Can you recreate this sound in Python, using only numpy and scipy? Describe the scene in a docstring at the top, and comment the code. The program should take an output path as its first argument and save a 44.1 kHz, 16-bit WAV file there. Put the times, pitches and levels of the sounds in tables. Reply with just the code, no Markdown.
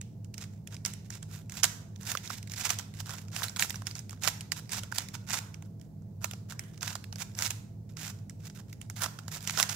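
"""A plastic puzzle cube is twisted by hand just above a phone in a small hard room.
Clacks are short noise rattles, scrapes are dense random grains; ticks are small clacks that follow the scrapes.
All ring the resonances of the hollow pieces, and four walls return diffuse tails.
A fan adds air noise and wavering drones in the low room resonances. The right port is nearer the cube."""
import sys
import numpy as np
from scipy import signal
from scipy.fft import rfft, irfft, next_fast_len
from scipy.io import wavfile
from scipy.ndimage import uniform_filter1d

SR = 44100
rng = np.random.default_rng(int(sys.argv[2]) if len(sys.argv) > 2 else 0)


def generate_wav(signal):
    """Clip the signal to [-1, 1] and save it as 16-bit WAV at the path in sys.argv[1]."""
    frames = np.transpose(np.atleast_2d(signal))
    scaled = np.clip(frames, -1, 1) * 32767
    pcm = np.round(scaled).astype(np.int16)
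    wavfile.write(sys.argv[1], SR, pcm)


N = 429975  # samples

# fan drones in the room resonances: (centre [Hz], width [Hz], rms level at the right port [dB])
DRONES = [(100.54, 8.04, -48), (104, 8.1, -54), (114.4, 12, -51), (156.8, 8, -52), (197.1, 10, -55),
          (464, 20, -76), (668, 14, -75.5), (855, 14, -83.5)]
# spectrum of the fan's air noise: (frequency [Hz], relative density [dB])
AIR_SPECTRUM = [(20, -27), (34, -14), (50, -5), (90, 2), (180, 1.5), (300, -10.5), (500, -18.5), (900, -29),
                (1300, -42), (1700, -43), (3200, -50.5), (4200, -46), (6500, -45), (9500, -50),
                (16000, -45)]
# scrapes of a turning layer: (start [s], swell [s], fade [s], level [dB])
TURN_SCRAPES = [(0.364, 0.053, 0.049, -57), (0.5, 0.047, 0.053, -72.5), (0.701, 0.04, 0.017, -51),
                (0.846, 0.029, 0.047, -51), (1.04, 0.026, 0.033, -67), (1.095, 0.065, 0.025, -56),
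                (1.279, 0.061, 0.093, -55), (1.491, 0.051, 0.022, -57), (1.534, 0.064, 0.026, -49.5),
                (1.63, 0.0079, 0.015, -30.5), (1.99, 0.031, 0.044, -52.5), (2.047, 0.03, 0.085, -40),
                (2.226, 0.019, 0.049, -48.5), (2.29, 0.014, 0.096, -47), (2.495, 0.045, 0.03, -57),
                (2.558, 0.059, 0.016, -40.5), (2.63, 0.021, 0.036, -36), (2.685, 0.022, 0.044, -38),
                (2.94, 0.03, 0.033, -58.5), (2.985, 0.016, 0.015, -44.5), (3.05, 0.033, 0.17, -49.5),
                (3.31, 0.13, 0.038, -40), (3.585, 0.025, 0.055, -35), (3.851, 0.023, 0.06, -53),
                (3.948, 0.034, 0.013, -53.5), (4.086, 0.042, 0.025, -63), (4.21, 0.073, 0.023, -35.5),
                (4.554, 0.027, 0.027, -45.5), (4.695, 0.073, 0.035, -40), (4.936, 0.021, 0.034, -41.5),
                (4.99, 0.02, 0.058, -54), (5.132, 0.011, 0.029, -48.5), (5.264, 0.076, 0.062, -39.5),
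                (5.645, 0.011, 0.02, -66.5), (5.815, 0.014, 0.06, -73), (6.205, 0.041, 0.022, -52),
                (6.484, 0.027, 0.029, -46), (6.63, 0.041, 0.06, -67.5), (6.73, 0.011, 0.034, -63.5),
                (6.811, 0.02, 0.12, -42), (7.177, 0.028, 0.041, -44.5), (7.363, 0.077, 0.045, -38),
                (7.89, 0.0096, 0.04, -69.5), (7.962, 0.11, 0.049, -45.5), (8.39, 0.027, 0.016, -65.5),
                (8.427, 0.045, 0.011, -51), (8.545, 0.016, 0.061, -56.5), (8.68, 0.0075, 0.036, -62),
                (8.797, 0.042, 0.031, -66), (8.956, 0.032, 0.014, -46), (8.986, 0.056, 0.033, -37.5),
                (9.08, 0.11, 0.2, -69), (9.308, 0.027, 0.059, -42.5), (9.398, 0.053, 0.04, -53.5),
                (9.461, 0.037, 0.12, -46), (9.565, 0.022, 0.049, -30.5), (9.686, 0.024, 0.034, -40.5),
                (9.734, 0.023, 0.0055, -40)]
# resonances of the hollow pieces: (centre [Hz], width [Hz], relative level [dB])
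PIECE_MODES = [(443, 390, -16), (744, 158, -5), (973, 155, -5), (1434, 305, -1), (2010, 860, 0),
               (2765, 1110, -0.5), (3620, 680, 0), (5440, 1640, 4), (6100, 1580, 6), (7210, 1250, 1),
               (8520, 310, -2.5), (10000, 3800, -2.5), (13800, 2300, -0.5), (15400, 280, 0.5)]
# room decay by 60 dB: (frequency [Hz], time [s])
ROOM_DECAY = [(500, 0.91), (2000, 0.5), (6000, 0.46), (12000, 0.41)]
# pieces snapping past each other: (time [s], blow level [dB], hollow knock under 2 kHz [dB])
SNAPS = [(0.013, -36.5, -23), (0.2456, -50.5, -30), (0.3412, -39.5, -15), (0.3798, -37.5, -22),
         (0.4127, -43, -5), (0.439, -41.5, -25), (0.673, -39.5, -25), (0.7435, -42, -8), (0.766, -42.5, -8),
         (0.8503, -24, -7), (0.86, -24, -10), (0.9356, -37.5, -9), (1.1034, -36, -20), (1.1242, -45, -12),
         (1.152, -42, 3), (1.2276, -37.5, -1.5), (1.496, -38, -6), (1.521, -37.5, -6), (1.571, -36, -10),
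         (1.6331, -15, -11), (1.6413, -16.5, -11), (1.651, -25, -8.5), (1.96, -47.5, -8), (2.031, -44, -7),
         (2.1163, -28, -2), (2.1506, -34, 10), (2.172, -27, -22), (2.275, -36.5, -17), (2.302, -39, 10),
         (2.38, -51, -8), (2.4277, -41.5, -8), (2.474, -46, -2), (2.497, -40.5, -15), (2.5176, -34.5, -22),
         (2.5364, -35.5, -9), (2.563, -38, -6), (2.612, -34, -6), (2.655, -29, -4), (2.6925, -29, -11),
         (2.7046, -23.5, 1), (2.787, -29, 1), (2.7945, -36.5, -10), (2.81, -44, -1), (2.826, -51, -5),
         (2.9386, -46, -18), (3.0015, -36.5, -17), (3.059, -43.5, 9), (3.093, -37, 12), (3.135, -42, -2),
         (3.183, -40, 2), (3.283, -45.5, 8), (3.3628, -29, 2), (3.42, -37.5, 17), (3.4323, -28.5, -1),
         (3.4825, -33.5, -23), (3.4948, -35.5, -17), (3.5618, -32, 5), (3.5676, -31.5, 2),
         (3.595, -19, -19), (3.6236, -18.5, -5), (3.6964, -30, -23), (3.7045, -30.5, -5), (3.727, -43, 1),
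         (3.743, -42, 13), (3.7572, -34.5, 7), (3.819, -47.5, 14), (3.8686, -27, -17), (3.911, -35.5, -20),
         (3.953, -33.5, -23), (3.9916, -35, -20), (4.0943, -40.5, 0), (4.1077, -42, -3), (4.129, -47, 12),
         (4.2352, -26.5, -8), (4.2752, -18, 1.5), (4.2783, -40, -18), (4.408, -33.5, -19),
         (4.5191, -22.5, -1), (4.693, -41, -24), (4.7187, -30.5, -16), (4.7847, -39, -4), (4.834, -36, 5.5),
         (4.9168, -43, -23), (4.9231, -39.5, 14.5), (4.9833, -21.5, 0), (5.005, -39, -16),
         (5.086, -38.5, -13), (5.1434, -41, -7), (5.3319, -25, 7), (5.3732, -36, -9), (5.383, -41, -18),
         (5.4, -47, -2), (5.465, -55, -5.5), (5.5424, -41.5, -1), (5.623, -47.5, 6.5),
         (5.797, -60.5, -19.5), (5.813, -52, -18), (6.021, -65.5, 7), (6.243, -25.5, 1), (6.311, -35.5, -5),
         (6.3345, -37.5, 4.5), (6.522, -41, 14.5), (6.593, -31, -16), (6.637, -51, 1), (6.7763, -46, -3),
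         (6.8089, -38, -17), (6.8287, -26, -3), (6.877, -34, -2), (6.9288, -38, -19), (6.9534, -30.5, 6.5),
         (7.041, -41.5, -7), (7.1261, -36.5, -1), (7.1574, -37.5, 8), (7.2122, -41, -1),
         (7.3507, -40.5, -6), (7.3882, -25, -19), (7.422, -22.5, -20), (7.462, -24, -2.5),
         (7.5058, -25.5, -21.5), (7.9694, -38, -17), (8.188, -55.5, -10), (8.2961, -40.5, -15),
         (8.4982, -45, -4.5), (8.7277, -41.5, -12), (8.814, -40.5, -23), (8.899, -36, -2),
         (8.964, -45, -11), (9.019, -30, 3), (9.035, -27.5, 5.5), (9.06, -36, 12.5), (9.188, -40, 7),
         (9.2806, -36.5, 8.5), (9.4063, -43, -19), (9.441, -45, -15), (9.474, -24.5, -20),
         (9.4959, -24.5, -19), (9.5745, -25, 10), (9.5985, -17.5, 1), (9.6274, -16.5, 0), (9.692, -28, 5)]

AIR_DB = -50.5  # rms before the port tilt
ROOM_DB, WALLS = -11.5, 4
LEFT_LAG_S = 0.00004  # the left port hears the cube later
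TOP_HZ = 15750
LOW_HZ, HIGH_HZ = 2000, 9000  # edges of the middle resonances
# scrape as a piece slides home: lead before the blow, swell, fade, level re the blow
SEAT_LEAD_S, SEAT_SWELL_S, SEAT_FADE_S, SEAT_DB = 0.0049, 0.007, 0.016, -19
SCRAPE_LOW_DB, SCRAPE_HIGH_DB = -6.5, -4.5  # bands under LOW_HZ and over HIGH_HZ
EDGE_DB, EDGE_SCATTER_DB = -12, 2  # edge tick over HIGH_HZ in a clack
PAN_DB, PAN_SCATTER_DB = -9, 2.5  # left minus right in a clack
# ticks: blow re the scrape level, hollow knock under LOW_HZ
TICKS_PER_S, TICK_DB, TICK_SCATTER_DB = 70, 0, 2
TICK_KNOCK_DB, TICK_KNOCK_SCATTER_DB = -3.5, 4.5
SETTLE_WINDOW_S, SETTLE_DB = 0.3, -12.5  # loose pieces tick faintly around each turn


def undb(db):
    """Amplitude ratio of a level in dB."""
    return 10 ** (np.asarray(db) / 20)


def level(x, db):
    """Scale to an rms level."""
    return x * undb(db) / np.sqrt(np.mean(x ** 2))


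def on_log(hz, table):
    """Read a (Hz, value) table on a log-frequency axis."""
    table_hz, values = np.transpose(table)
    return np.interp(np.log(hz + 1), np.log(table_hz), values)


def mode(hz, centre_hz, width_hz):
    """Response of one resonance, 1 at its centre."""
    return 1j * hz * width_hz / (centre_hz ** 2 - hz ** 2 + 1j * hz * width_hz)


def shape(x, response):
    """Filter by a function of frequency."""
    size = next_fast_len(N + SR)
    hz = np.arange(size // 2 + 1) * SR / size
    return irfft(rfft(x, size) * response(hz), size)[..., :N]


def walk(rate_hz):
    """Random levels held 1 / rate_hz and slewed; spread near 1."""
    hold = int(SR / rate_hz)
    steps = np.repeat(rng.standard_normal(N // hold + 1), hold)
    return 1.2 * uniform_filter1d(steps, hold)[:N]


def fan(left_db=-1.5):
    """Air noise, alike at both ports only in the low notes, with narrow wavering drones."""
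    mid, side = shape(rng.standard_normal((2, N)), lambda hz: undb(on_log(hz, AIR_SPECTRUM)))
    side = shape(side, lambda hz: np.abs(hz / (hz + 600j)) + 0.47 / (1 + (hz / 45) ** 2))
    air = level(np.array([mid + side, mid - side]), AIR_DB)
    air = shape(air, lambda hz: undb(np.array([[-3.5], [4.3]]) * hz / (hz + 500)))
    drone = 0
    for centre_hz, width_hz, db in DRONES:
        noisy = shape(rng.standard_normal(N), lambda hz: mode(hz, centre_hz, width_hz) ** 2)
        pitch_hz = centre_hz + 0.1202 * width_hz * walk(4)
        steady = np.sin(2 * np.pi * np.cumsum(pitch_hz) / SR)  # the motor's share holds its size
        drone = drone + level(level(noisy, -7.5) + 1.2 * steady, db)
    return air + drone * undb(np.array([[left_db], [0]]))


def sliding(rows, round_off=0.99):
    """How hard the faces rub: each row swells and fades with the speed of the twist."""
    t, push = np.arange(N) / SR, np.zeros(N)
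    for start_s, swell_s, fade_s, db in rows:
        end_s = start_s + swell_s + fade_s
        span = slice(int(max(start_s, 0) * SR), int(end_s * SR))
        ramp = np.interp(t[span] - start_s, [0, swell_s, swell_s + fade_s], [0, 1, 0])
        push[span] += undb(db) * np.sin(np.pi / 2 * ramp) ** round_off
    return push


def scrape(push, alike=(0.8, 0.5, 0.3), pan_db=(-11, -10, -6), drift_db=1.07):
    """Dense stick-slip grains between the sliding faces ring the pieces in three bands."""
    slips_per_s, size_db, most, patchy_db, own_db = 6000, 3.0, 4, 1.8, 1.8
    slips = (rng.random((2, N)) < slips_per_s / SR) * rng.standard_normal((2, N))
    sizes = undb(size_db * np.minimum(rng.exponential(size=(2, N)), most))
    grains = level(slips * sizes * undb(patchy_db * (walk(70) + walk(250))), 0)
    bands = zip([SCRAPE_LOW_DB, 0, SCRAPE_HIGH_DB], alike, pan_db,
                [0, LOW_HZ, HIGH_HZ], [LOW_HZ, HIGH_HZ, SR])
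    out = 0
    for part_db, share, pan, low_hz, high_hz in bands:
        def response(hz):
            return sum((-1) ** k * undb(db) * mode(hz, centre_hz, width_hz)
                       for k, (centre_hz, width_hz, db) in enumerate(PIECE_MODES)
                       if low_hz <= centre_hz < high_hz)
        unit = np.sqrt(np.mean(np.abs(response(np.linspace(0, SR / 2, 500))) ** 2))
        left = share * grains[0] + np.sqrt(1 - share ** 2) * grains[1]
        pair = np.array([left, grains[0]]) * undb(np.array([[pan], [-pan]]) / 2)
        # large and small parts catch at their own moments
        catch = undb(part_db + own_db * walk(120) + drift_db * walk(11))
        out = out + shape(pair * push * catch, response) / unit
    return out


def room(sends, first_s=0.0011):
    """Each wall returns its own diffuse tail to each port; the treble dies sooner."""
    t = np.arange(SR // 2 + SR // 4) / SR
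    hz, s, tail = signal.stft(rng.standard_normal((2, WALLS, len(t))), SR, nperseg=256)
    decay = undb(-60 * s / on_log(hz, ROOM_DECAY)[:, None])
    tail = signal.istft(tail * decay, SR, nperseg=256)[1][..., :len(t)]
    tail = tail * (1 - np.exp(-t / first_s))
    tail = tail / np.sqrt(np.sum(tail ** 2, axis=(1, 2), keepdims=True))
    wet = signal.fftconvolve(sends[None], tail, axes=2).sum(axis=1)[:, :N]
    return undb(ROOM_DB + np.array([[-2.5], [2.5]])) * wet


def clacks(s, blow_db, low_db, rattle_s=0.0014, alike_hz=4000, scatter_db=2.5, detune=0.098):
    """Millisecond rattles of contacts ring other pieces each time. Rows: left, right, walls."""
    size, count = 1024, len(s)
    t, hz = np.arange(size) / SR, np.arange(size // 2 + 1) * SR / size
    noise = rng.standard_normal((count, 2 + WALLS, size))
    pitch, weight = rng.standard_normal((2, len(PIECE_MODES), 1 + WALLS, count, 1))
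    edge, place = rng.standard_normal((2, count))
    high_db = EDGE_DB + EDGE_SCATTER_DB * edge
    pan_db = PAN_DB + PAN_SCATTER_DB * place
    envelope = (1 - np.exp(-t / 0.00048)) * np.exp(-t / rattle_s)
    rattles = [rfft(noise[:, k] * envelope) for k in range(2 + WALLS)]
    alike = 1 / (1 + hz / alike_hz)  # in the treble the far port hears other faces
    rattles[0] = alike * rattles[1] + np.sqrt(1 - alike ** 2) * rattles[0]
    ring = 0
    for k, (centre_hz, width_hz, db) in enumerate(PIECE_MODES):
        part_db = low_db if centre_hz < LOW_HZ else high_db if centre_hz > HIGH_HZ else 0 * s
        gain = undb(db + part_db[:, None] + scatter_db * weight[k])
        ring = ring + (-1) ** k * gain * mode(hz, centre_hz * (1 + detune * pitch[k]), width_hz)
    middle = (hz > LOW_HZ) & (hz < HIGH_HZ)  # this band sets the blow level
    out = np.zeros((2 + WALLS, N + size))
    for channel, side in enumerate([0.5, -0.5] + WALLS * [0]):
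        sound = rattles[channel] * ring[max(channel - 1, 0)]  # every wall faces other pieces
        energy = np.sum(np.abs(sound[:, middle]) ** 2, axis=1)
        strength = np.sqrt(energy / size / (rattle_s * SR / 2))
        sound = irfft(sound, size) * (undb(blow_db + side * pan_db) / strength)[:, None]
        for start, row in zip((s * SR).astype(int), sound):
            out[channel, start:start + size] += row
    return out[:, :N]


def ticks(push):
    """Small blows at uneven moments, their strength scattered around the rubbing just then."""
    count = TICKS_PER_S * N // SR
    s = (np.arange(count) + rng.random(count)) / TICKS_PER_S
    blow, knock = rng.standard_normal((2, count))
    push_db = 20 * np.log10(np.abs(push[(s * SR).astype(int)]) + 1e-9)
    blow_db = push_db + TICK_DB + TICK_SCATTER_DB * blow
    return clacks(s, blow_db, TICK_KNOCK_DB + TICK_KNOCK_SCATTER_DB * knock)


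def scene():
    """Cube, its echo in the room and the fan."""
    drone = fan()
    turning = sliding(TURN_SCRAPES)
    seating = sliding([(s - SEAT_LEAD_S, SEAT_SWELL_S, SEAT_FADE_S, db + SEAT_DB) for s, db, _ in SNAPS])
    rub = scrape(turning + seating)
    settling = undb(SETTLE_DB) * uniform_filter1d(turning, int(SETTLE_WINDOW_S * SR))
    blows = clacks(*np.transpose(SNAPS)) + ticks(turning + settling)
    lag_s = np.array([[LEFT_LAG_S], [0]])
    near = shape(blows[:2] + rub, lambda hz: np.exp(-2j * np.pi * hz * lag_s))
    # the left port lifts the treble a little
    near[0] = shape(near[0], lambda hz: undb(0.55 * hz / (hz + 7000)))
    return near + room(blows[2:] + rub.mean(axis=0)) + drone


def record(dry):
    """A steep elliptic low-pass at TOP_HZ ends the band."""
    return signal.sosfilt(signal.ellip(12, 0.2, 95, TOP_HZ, fs=SR, output="sos"), dry)


dry = scene()
out = record(dry)
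generate_wav(out)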